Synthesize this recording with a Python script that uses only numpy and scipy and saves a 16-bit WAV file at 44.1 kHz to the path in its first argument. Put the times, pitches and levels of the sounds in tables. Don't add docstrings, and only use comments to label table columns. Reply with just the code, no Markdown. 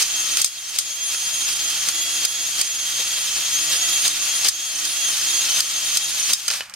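import sys
import numpy as np
from scipy import signal
from scipy.fft import rfft, irfft, next_fast_len
from scipy.io import wavfile
from scipy.ndimage import uniform_filter1d

SR = 44100
rng = np.random.default_rng(int(sys.argv[2]) if len(sys.argv) > 2 else 0)


def master_out(mix):
    frames = np.transpose(np.atleast_2d(mix))
    ceiling = np.clip(frames, -1, 1)
    pcm = np.round(ceiling * 32767).astype(np.int16)
    wavfile.write(sys.argv[1], SR, pcm)


N = 297675


def from_db(db):
    return 10 ** (np.asarray(db) / 20)


def rms_one(x):
    return x / np.sqrt(np.mean(x ** 2) + 1e-20)


def in_time(rows):
    seconds, *columns = np.transpose(rows)
    time_s = np.arange(N) / SR
    return [np.interp(time_s, seconds, column) for column in columns]


def at_hz(points, hz):
    table_hz, value = np.transpose(points)
    return np.interp(np.log(np.maximum(hz, 1)), np.log(table_hz), value)


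def drift(corner_hz):
    step = 40
    r = np.exp(-2 * np.pi * corner_hz * step / SR)
    noise = rng.standard_normal(N // step + 2002)
    slow = signal.lfilter([1], [1, -2 * r, r * r], noise)[2000:]
    return np.interp(np.arange(N) / step, np.arange(len(slow)), rms_one(slow))


def fall(start_s, db_per_s):
    return -db_per_s * np.maximum(np.arange(N) / SR - start_s, 0)


def swell(middle_s, half_s):
    distance = (np.arange(N) / SR - middle_s) / half_s
    return np.exp(-np.minimum(distance ** 2, 50))


# frequency_hz, likeness (0 unrelated, 1 identical)
EAR_LIKENESS = [(30, 0.48), (130, 0.9), (300, 0.99), (640, 1), (1400, 0.9), (3000, 0.81), (6000, 0.55),
                (14000, 0.1)]


def coloured(force, spectrum, resonances=()):
    size = next_fast_len(N)
    hz = np.arange(size // 2 + 1) * SR / size
    db = at_hz(spectrum, hz)
    for mode_hz, width_hz, lift_db in resonances:
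        db = db + lift_db / (1 + (2 * (hz - mode_hz) / width_hz) ** 2)
    mid, side = rfft(force, size) * from_db(db)
    alike = np.clip(at_hz(EAR_LIKENESS, hz), -1, 1)
    ears = np.sqrt(1 + alike) * mid + np.sqrt(1 - alike) * side * [[1], [-1]]
    return rms_one(irfft(ears, size)[:, :N])


def ring(force, modes):
    out, power = 0, 0
    for k, (hz, width_hz, db) in enumerate(modes):
        r = np.exp(-np.pi * width_hz / SR)
        top = (1 - r * r) / 2
        poles = [1, -2 * r * np.cos(2 * np.pi * hz / SR), r * r]
        response = signal.lfilter([top, 0, -top], poles, force + 1e-18)
        out = out + (-1) ** k * from_db(db) * response
        power += top * from_db(db) ** 2
    return out / np.sqrt(power)


def partials(angle, orders, main, main_share, scatter, apart):
    def wander():
        return drift(10.5) + 1j * drift(19)

    out = np.zeros((2, N))
    for multiple, db in orders:
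        directional = min(multiple / main, 1)
        reflected = main_share if multiple == main else 1
        common = 1 + reflected * scatter * wander()
        path = common + apart * directional * wander() * np.array([[1], [-1]])
        if multiple == main:
            both = np.sqrt(np.mean(np.abs(path) ** 2, axis=0))
            path = path / both * np.abs(path.mean(axis=0))
        tone = path * np.exp(1j * (multiple * angle + rng.uniform(0, 2 * np.pi)))
        out += from_db(db) * rms_one(tone.real)
    return out


# time_s, rotation_hz
MOTOR_SPEED = [(0.03, 309.0), (0.06, 316.1), (0.16, 321.8), (0.32, 314.3), (0.52, 328.0), (0.66, 315.1),
               (0.76, 317.0), (0.85, 324.2), (1.48, 321.1), (1.52, 318.7), (1.66, 322.1), (1.74, 317.9),
               (1.86, 319.3), (1.99, 332.7), (2.23, 320.5), (2.34, 327.0), (2.61, 318.2), (2.73, 324.0),
               (2.94, 319.7), (3.13, 324.9), (3.28, 314.7), (3.43, 322.1), (3.75, 320.3), (3.81, 326.4),
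               (3.86, 326.2), (4.1, 317.0), (4.33, 323.0), (4.5, 316.3), (4.53, 322.7), (4.66, 325.2),
               (4.77, 309.4), (4.91, 324.1), (5.01, 326.9), (5.04, 326.2), (5.15, 308.5), (5.26, 321.0),
               (5.31, 324.4), (5.42, 322.7), (5.51, 309.1), (5.59, 314.8), (5.79, 319.5), (5.9, 314.5),
               (6.08, 323.8), (6.15, 321.7), (6.22, 309.9), (6.26, 309.8), (6.48, 323.9), (6.55, 318.0)]
# multiple of the shaft speed, level_db (relative to the tenth order)
HUM_TONES = [(.437, -30), (1, -23.5), (2, -25), (2.2, -25), (4, -22.5), (6, -15.5), (8, -22), (8.4, -10.5),
             (10, 0), (10.4, -11.5), (11, -11.5), (12, -19.5), (14, -9.5)]
# multiple of the shaft speed, relative level_db
SHRILL_TONES = [(19, -11), (20, 0.5), (21, -5.5), (22, -8.5), (23, -28), (29, -30), (30, -6.5), (31, -18),
                (40, -15)]
# time_s, hum_change_db, shrill_change_db
WHINE_SWELL = [(.08, -2, -1), (.27, 1, -1.5), (.55, -3, -4), (1.2, 0, 1), (1.85, -2.5, -2.5),
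               (2.15, 0.5, -2), (2.5, 0, .5), (3.2, -1.5, -2.5), (3.6, -1, -2), (3.95, 1.5, 1),
               (4.15, -0.5, 0.5), (4.6, 2.5, 2.5), (5.02, 4, 2.5), (5.35, 2, 3.5), (5.7, 1, -0.5),
               (5.93, 2, 3), (6.27, 0.5, 3), (6.45, -2.5, -1.5)]
# start_s (middle of the bump), bite_db (extra rasp of the stones), thud_db (relative)
STROKE_FEET = [(.005, 4, -48), (.395, 7, -43.5), (.755, 4, -50), (1.135, 5, -48), (1.5, 4.5, -47),
               (1.885, 1, -45), (2.24, 0, -42), (2.6, 4.5, -45), (3.0, 2.5, -40), (3.372, 1, -43),
               (3.73, 5, -45), (4.065, 4.5, -41), (4.46, 5.5, -37), (4.85, 0.5, -49), (5.13, 0, -60),
               (5.585, 2.5, -53), (5.96, 3.5, -48), (6.305, 5.5, -35.5)]
USUAL_SPEED_HZ = 321
WHINE_DIP_DB, WHINE_DIP_S = 1, 0.071
FLUTTER_DB_PER_SAG_HZ = 0.34
TRIGGER_OFF_S, WHINE_FALL_DB_PER_S = 6.53, 200


def drill(jitter_rad=0.014, flutter_db=1.34, waver_db=1.0, hum_db=-29.0, shrill_db=-24.5):
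    speed, = in_time(MOTOR_SPEED)
    hum_change, shrill_change = in_time(WHINE_SWELL)
    angle = 2 * np.pi * np.cumsum(speed) / SR + jitter_rad * drift(45)
    dip_db = WHINE_DIP_DB * sum(swell(s, WHINE_DIP_S) for s, _, _ in STROKE_FEET)
    sag_hz = np.maximum(USUAL_SPEED_HZ - speed, 0)
    labour_db = FLUTTER_DB_PER_SAG_HZ * sag_hz * (np.minimum(drift(40), 1.5) - .5)

    hum_level = hum_db + hum_change - dip_db + waver_db * drift(15)
    hum = from_db(hum_level) * partials(
        angle, HUM_TONES, main=10, main_share=0.49, scatter=0.4, apart=0.36)
    shrill_level = shrill_db + shrill_change - dip_db + labour_db
    shrill = from_db(shrill_level) * partials(
        angle, SHRILL_TONES, main=20, main_share=.75, scatter=0.29, apart=0.83)

    hum_balance = from_db(np.array([[-.5], [.5]]))
    fade_db = fall(TRIGGER_OFF_S, WHINE_FALL_DB_PER_S) + flutter_db * drift(32)
    return (hum * hum_balance + shrill) * from_db(fade_db)


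def grit(per_s, size_db, hiss):
    sizes = from_db(size_db * np.minimum(rng.exponential(1, N), 2.5))
    breaks = rng.random(N) < per_s / SR
    grains = breaks * sizes * rng.choice([-1, 1], (2, N))
    return rms_one(grains) + hiss * rng.standard_normal((2, N))


# pitch_hz, width_hz, relative level_db
SQUEAK_MODES = [(2640, 40, -19), (3700, 83, -10), (4340, 26, -14), (5250, 57, -14.5), (5550, 48, -13.5),
                (8300, 160, -17), (13200, 120, -31)]


def squeaks(patchy_db=7.5):
    out = 0
    for mode in SQUEAK_MODES:
        noise = rng.standard_normal((2, N))
        catching = from_db(patchy_db * np.minimum(drift(30), 2))
        out = out + from_db(mode[2]) * rms_one(ring(noise * catching, [mode]))
    return out


# frequency_hz, relative density_db (per Hz)
RASP_COLOUR = [(900, -24.5), (1700, -13.5), (2700, -1), (3700, -1.5), (5000, 1.5), (7000, -2), (9000, -2.5),
               (10800, -8.5), (12600, -8), (14000, -12), (15800, -18.5)]
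# frequency_hz, relative density_db (per Hz)
GRIND_COLOUR = [(120, -13), (230, -15.5), (400, -20), (520, -16), (800, -4), (1300, -1), (2000, 1),
                (2800, 1), (4500, -32), (8000, -37)]
# pitch_hz, width_hz, lift_db
BORE_MODES = [(528, 62, 8.5), (818, 27, 5), (1172, 48, 4.5), (1325, 23, 4), (1436, 81, 4), (1694, 20, 7),
              (2445, 61, 0.5), (2740, 27, -6), (3260, 58, 4), (4320, 150, 1.5)]
# time_s, level_change_db
HAND_PRESSURE = [(0, 0), (.6, -1.5), (1.3, -1), (1.9, -1.5), (2.6, 0), (3.3, -1), (4.0, 0), (4.6, 2.5),
                 (5.1, 3), (5.6, 1.5), (6.1, 3), (6.5, 2.5)]
RASP_DB_PER_SAG_HZ = 0.0849
BITE_S, GRIND_BITE_SHARE = 0.023, 0.66
EXIT_S, EXIT_HALF_S, EXIT_RASP_DB, EXIT_GRIND_DB = 6.55, 0.029, 4.5, 9.5
CLEAR_S, RASP_FALL_DB_PER_S, GRIND_FALL_DB_PER_S = 6.57, 188, 35


def stones(rasp_db=-22.0, grind_db=-36.5, judder_db=0.72):
    speed, = in_time(MOTOR_SPEED)
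    pressure, = in_time(HAND_PRESSURE)
    load = pressure + RASP_DB_PER_SAG_HZ * (USUAL_SPEED_HZ - speed)
    bite = sum(db * swell(s, BITE_S) for s, db, _ in STROKE_FEET)
    rim = swell(EXIT_S, EXIT_HALF_S)
    judder = from_db(judder_db * drift(30))

    rasp_level = rasp_db + load + bite + EXIT_RASP_DB * rim
    rasp_level = rasp_level + fall(CLEAR_S, RASP_FALL_DB_PER_S)
    scrape = coloured(grit(per_s=7000, size_db=1.0, hiss=0.91), RASP_COLOUR, BORE_MODES)
    rasp = from_db(rasp_level) * (scrape + from_db(-4.0) * squeaks())

    grind_level = grind_db + load + GRIND_BITE_SHARE * bite + EXIT_GRIND_DB * rim
    grind_level = grind_level + fall(CLEAR_S, GRIND_FALL_DB_PER_S)
    rumble = coloured(grit(per_s=3000, size_db=2.5, hiss=1.44), GRIND_COLOUR, BORE_MODES)
    grind = from_db(grind_level) * rumble

    grind_balance = from_db(np.array([[-1.3], [1.3]]))
    return judder * (rasp + grind * grind_balance)


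# start_s, relative level_db, relative knock_db (dull part), chatter_s (length)
TOOL_BLOWS = [(.002, -19, -15, 0.026), (.022, -5.5, -15, 0.008), (.37, -2, -10.5, 0.0025),
              (.392, -21, 0, 0.015), (.414, -2.5, -27, 0.0077), (.444, 10.5, -21, 0.0025),
              (0.46, -1.5, -27, 0.0027), (0.76, -11, -7, .0036), (0.786, 4, -20, 0.0033),
              (0.793, -10, -11, .0025), (1.145, -13, -1, .002), (1.885, -7.5, -9, 0.006),
              (2.249, -3.5, -16, 0.0073), (2.612, -2, -14, 0.0054), (4.078, -3.5, -14, 0.0035),
              (4.444, -9, -6, 0.0078), (4.483, 6, -16.5, 0.0093), (4.85, -8.5, -13, .0068),
              (5.604, 1.5, -16, 0.0033), (5.97, 1.5, -19, 0.0053), (6.332, 9, -19, .005),
              (6.479, 1.5, -8, 0.0068), (6.502, -1, 1.5, 0.0016), (6.508, -10, 2, 0.0021),
              (6.512, 0, -10.5, 0.0014), (6.536, -7, 0, 0.0031), (6.606, -20, 16, 0.0026),
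              (6.696, -21, -7, 0.0024), (6.738, -14.5, -8.5, 0.0024)]
# pitch_hz, width_hz, relative level_db
STEEL_MODES = [(3560, 140, -5), (3770, 44, 3.5), (4810, 570, 5), (5430, 69, 11.5), (6320, 160, 10),
               (7260, 130, 8), (8450, 690, 3), (9400, 330, 5), (9900, 1800, -4), (13500, 150, 0),
               (13200, 840, -16)]
# pitch_hz, width_hz, relative level_db
KNOCK_MODES = [(595, 280, -8), (1115, 120, -3.5), (1387, 79, 4), (1710, 300, 0), (2560, 135, 6.5),
               (2990, 57, 9), (4200, 1100, -1)]


def clacks(steel_db=-3.5, knock_db=-5.0, tail_db=-11.5, tail_s=0.021, rise_share=0.14):
    t = np.arange(SR // 6) / SR
    out = np.zeros((2, N + len(t)))
    for start_s, db, dull_db, chatter_s in TOOL_BLOWS:
        rise = 1 - np.exp(-t / (rise_share * chatter_s))
        tail = from_db(tail_db) * np.exp(-t / tail_s)
        shape = rise * (np.exp(-(t / chatter_s) ** 2) + tail)
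        shared, left, right = rng.standard_normal((3, len(t)))
        separate = np.array([left, right])
        bright = rms_one(ring(shape * (0.5 * shared + 0.89 * separate), STEEL_MODES))
        dull = rms_one(ring(shape * (1.1 * shared + 0.11 * separate), KNOCK_MODES))
        blow = from_db(steel_db) * bright + from_db(knock_db + dull_db) * dull
        strength = from_db(db) * np.sqrt(np.mean(shape ** 2))
        at = max(round(start_s * SR), 0)
        out[:, at:at + len(t)] += strength * blow
    return out[:, :N]


# pitch_hz, width_hz, relative level_db
BLOCK_MODES = [(220, 64, 1), (359, 33, 5), (515, 31, 7), (820, 220, 0.5)]


def thuds(length_s=0.02):
    push = sum(from_db(db) * swell(s, length_s) for s, _, db in STROKE_FEET)
    no_bass = signal.butter(2, 130, "high", fs=SR, output="sos")
    force = signal.sosfilt(no_bass, rng.standard_normal(N))
    return ring(push * force, BLOCK_MODES)


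# frequency_hz, relative density_db (per Hz)
GARAGE_COLOUR = [(40, -10), (58, 2), (100, 6.5), (140, 0), (165, -18), (188, 11.5), (215, -4), (400, -12),
                 (1500, -2), (5000, -11), (15000, -20)]


def garage(background_db=-52.5):
    return from_db(background_db) * coloured(rng.standard_normal((2, N)), GARAGE_COLOUR)


LEFT_LAG_S = 3e-5


def scene():
    work = drill() + stones() + clacks() + thuds()
    size = next_fast_len(N + 100)
    hz = np.arange(size // 2 + 1) * SR / size
    lag = np.exp(-2j * np.pi * hz * LEFT_LAG_S)
    left = irfft(rfft(work[0], size) * lag, size)[:N]
    return np.array([left, work[1]]) + garage()


THRESHOLD_DB, SQUEEZE = -15.0, 0.76
DETECT_S, ATTACK_S, RECOVER_S = 0.0053, 0.00071, 0.65


def gain_control(x):
    power = uniform_filter1d(np.mean(x ** 2, axis=0), size=int(DETECT_S * SR))
    level_db = 10 * np.log10(np.maximum(power, 1e-12))
    wanted_db = SQUEEZE * np.maximum(level_db - THRESHOLD_DB, 0)
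    recovery = np.exp(-np.arange(N) / SR / RECOVER_S)
    held_db = np.maximum.accumulate(wanted_db / recovery) * recovery
    r = np.exp(-1 / (ATTACK_S * SR))
    cut_db = signal.lfilter([1 - r], [1, -r], held_db)
    return x * from_db(-cut_db)


# frequency_hz, relative density_db (per Hz)
FLOOR_COLOUR = [(30, -4), (100, 0), (300, -12), (3000, -22)]
CUTOFF_HZ = 15800


def record(dry, floor_db=-67):
    noise = from_db(floor_db) * coloured(rng.standard_normal((2, N)), FLOOR_COLOUR)
    x = gain_control(dry) + noise
    rounded = x / (1 + (x / .9) ** 4) ** .25
    steep = signal.ellip(10, .1, 80, CUTOFF_HZ, fs=SR, output="sos")
    return signal.sosfilt(steep, rounded)


dry = scene()
out = record(dry)
master_out(out)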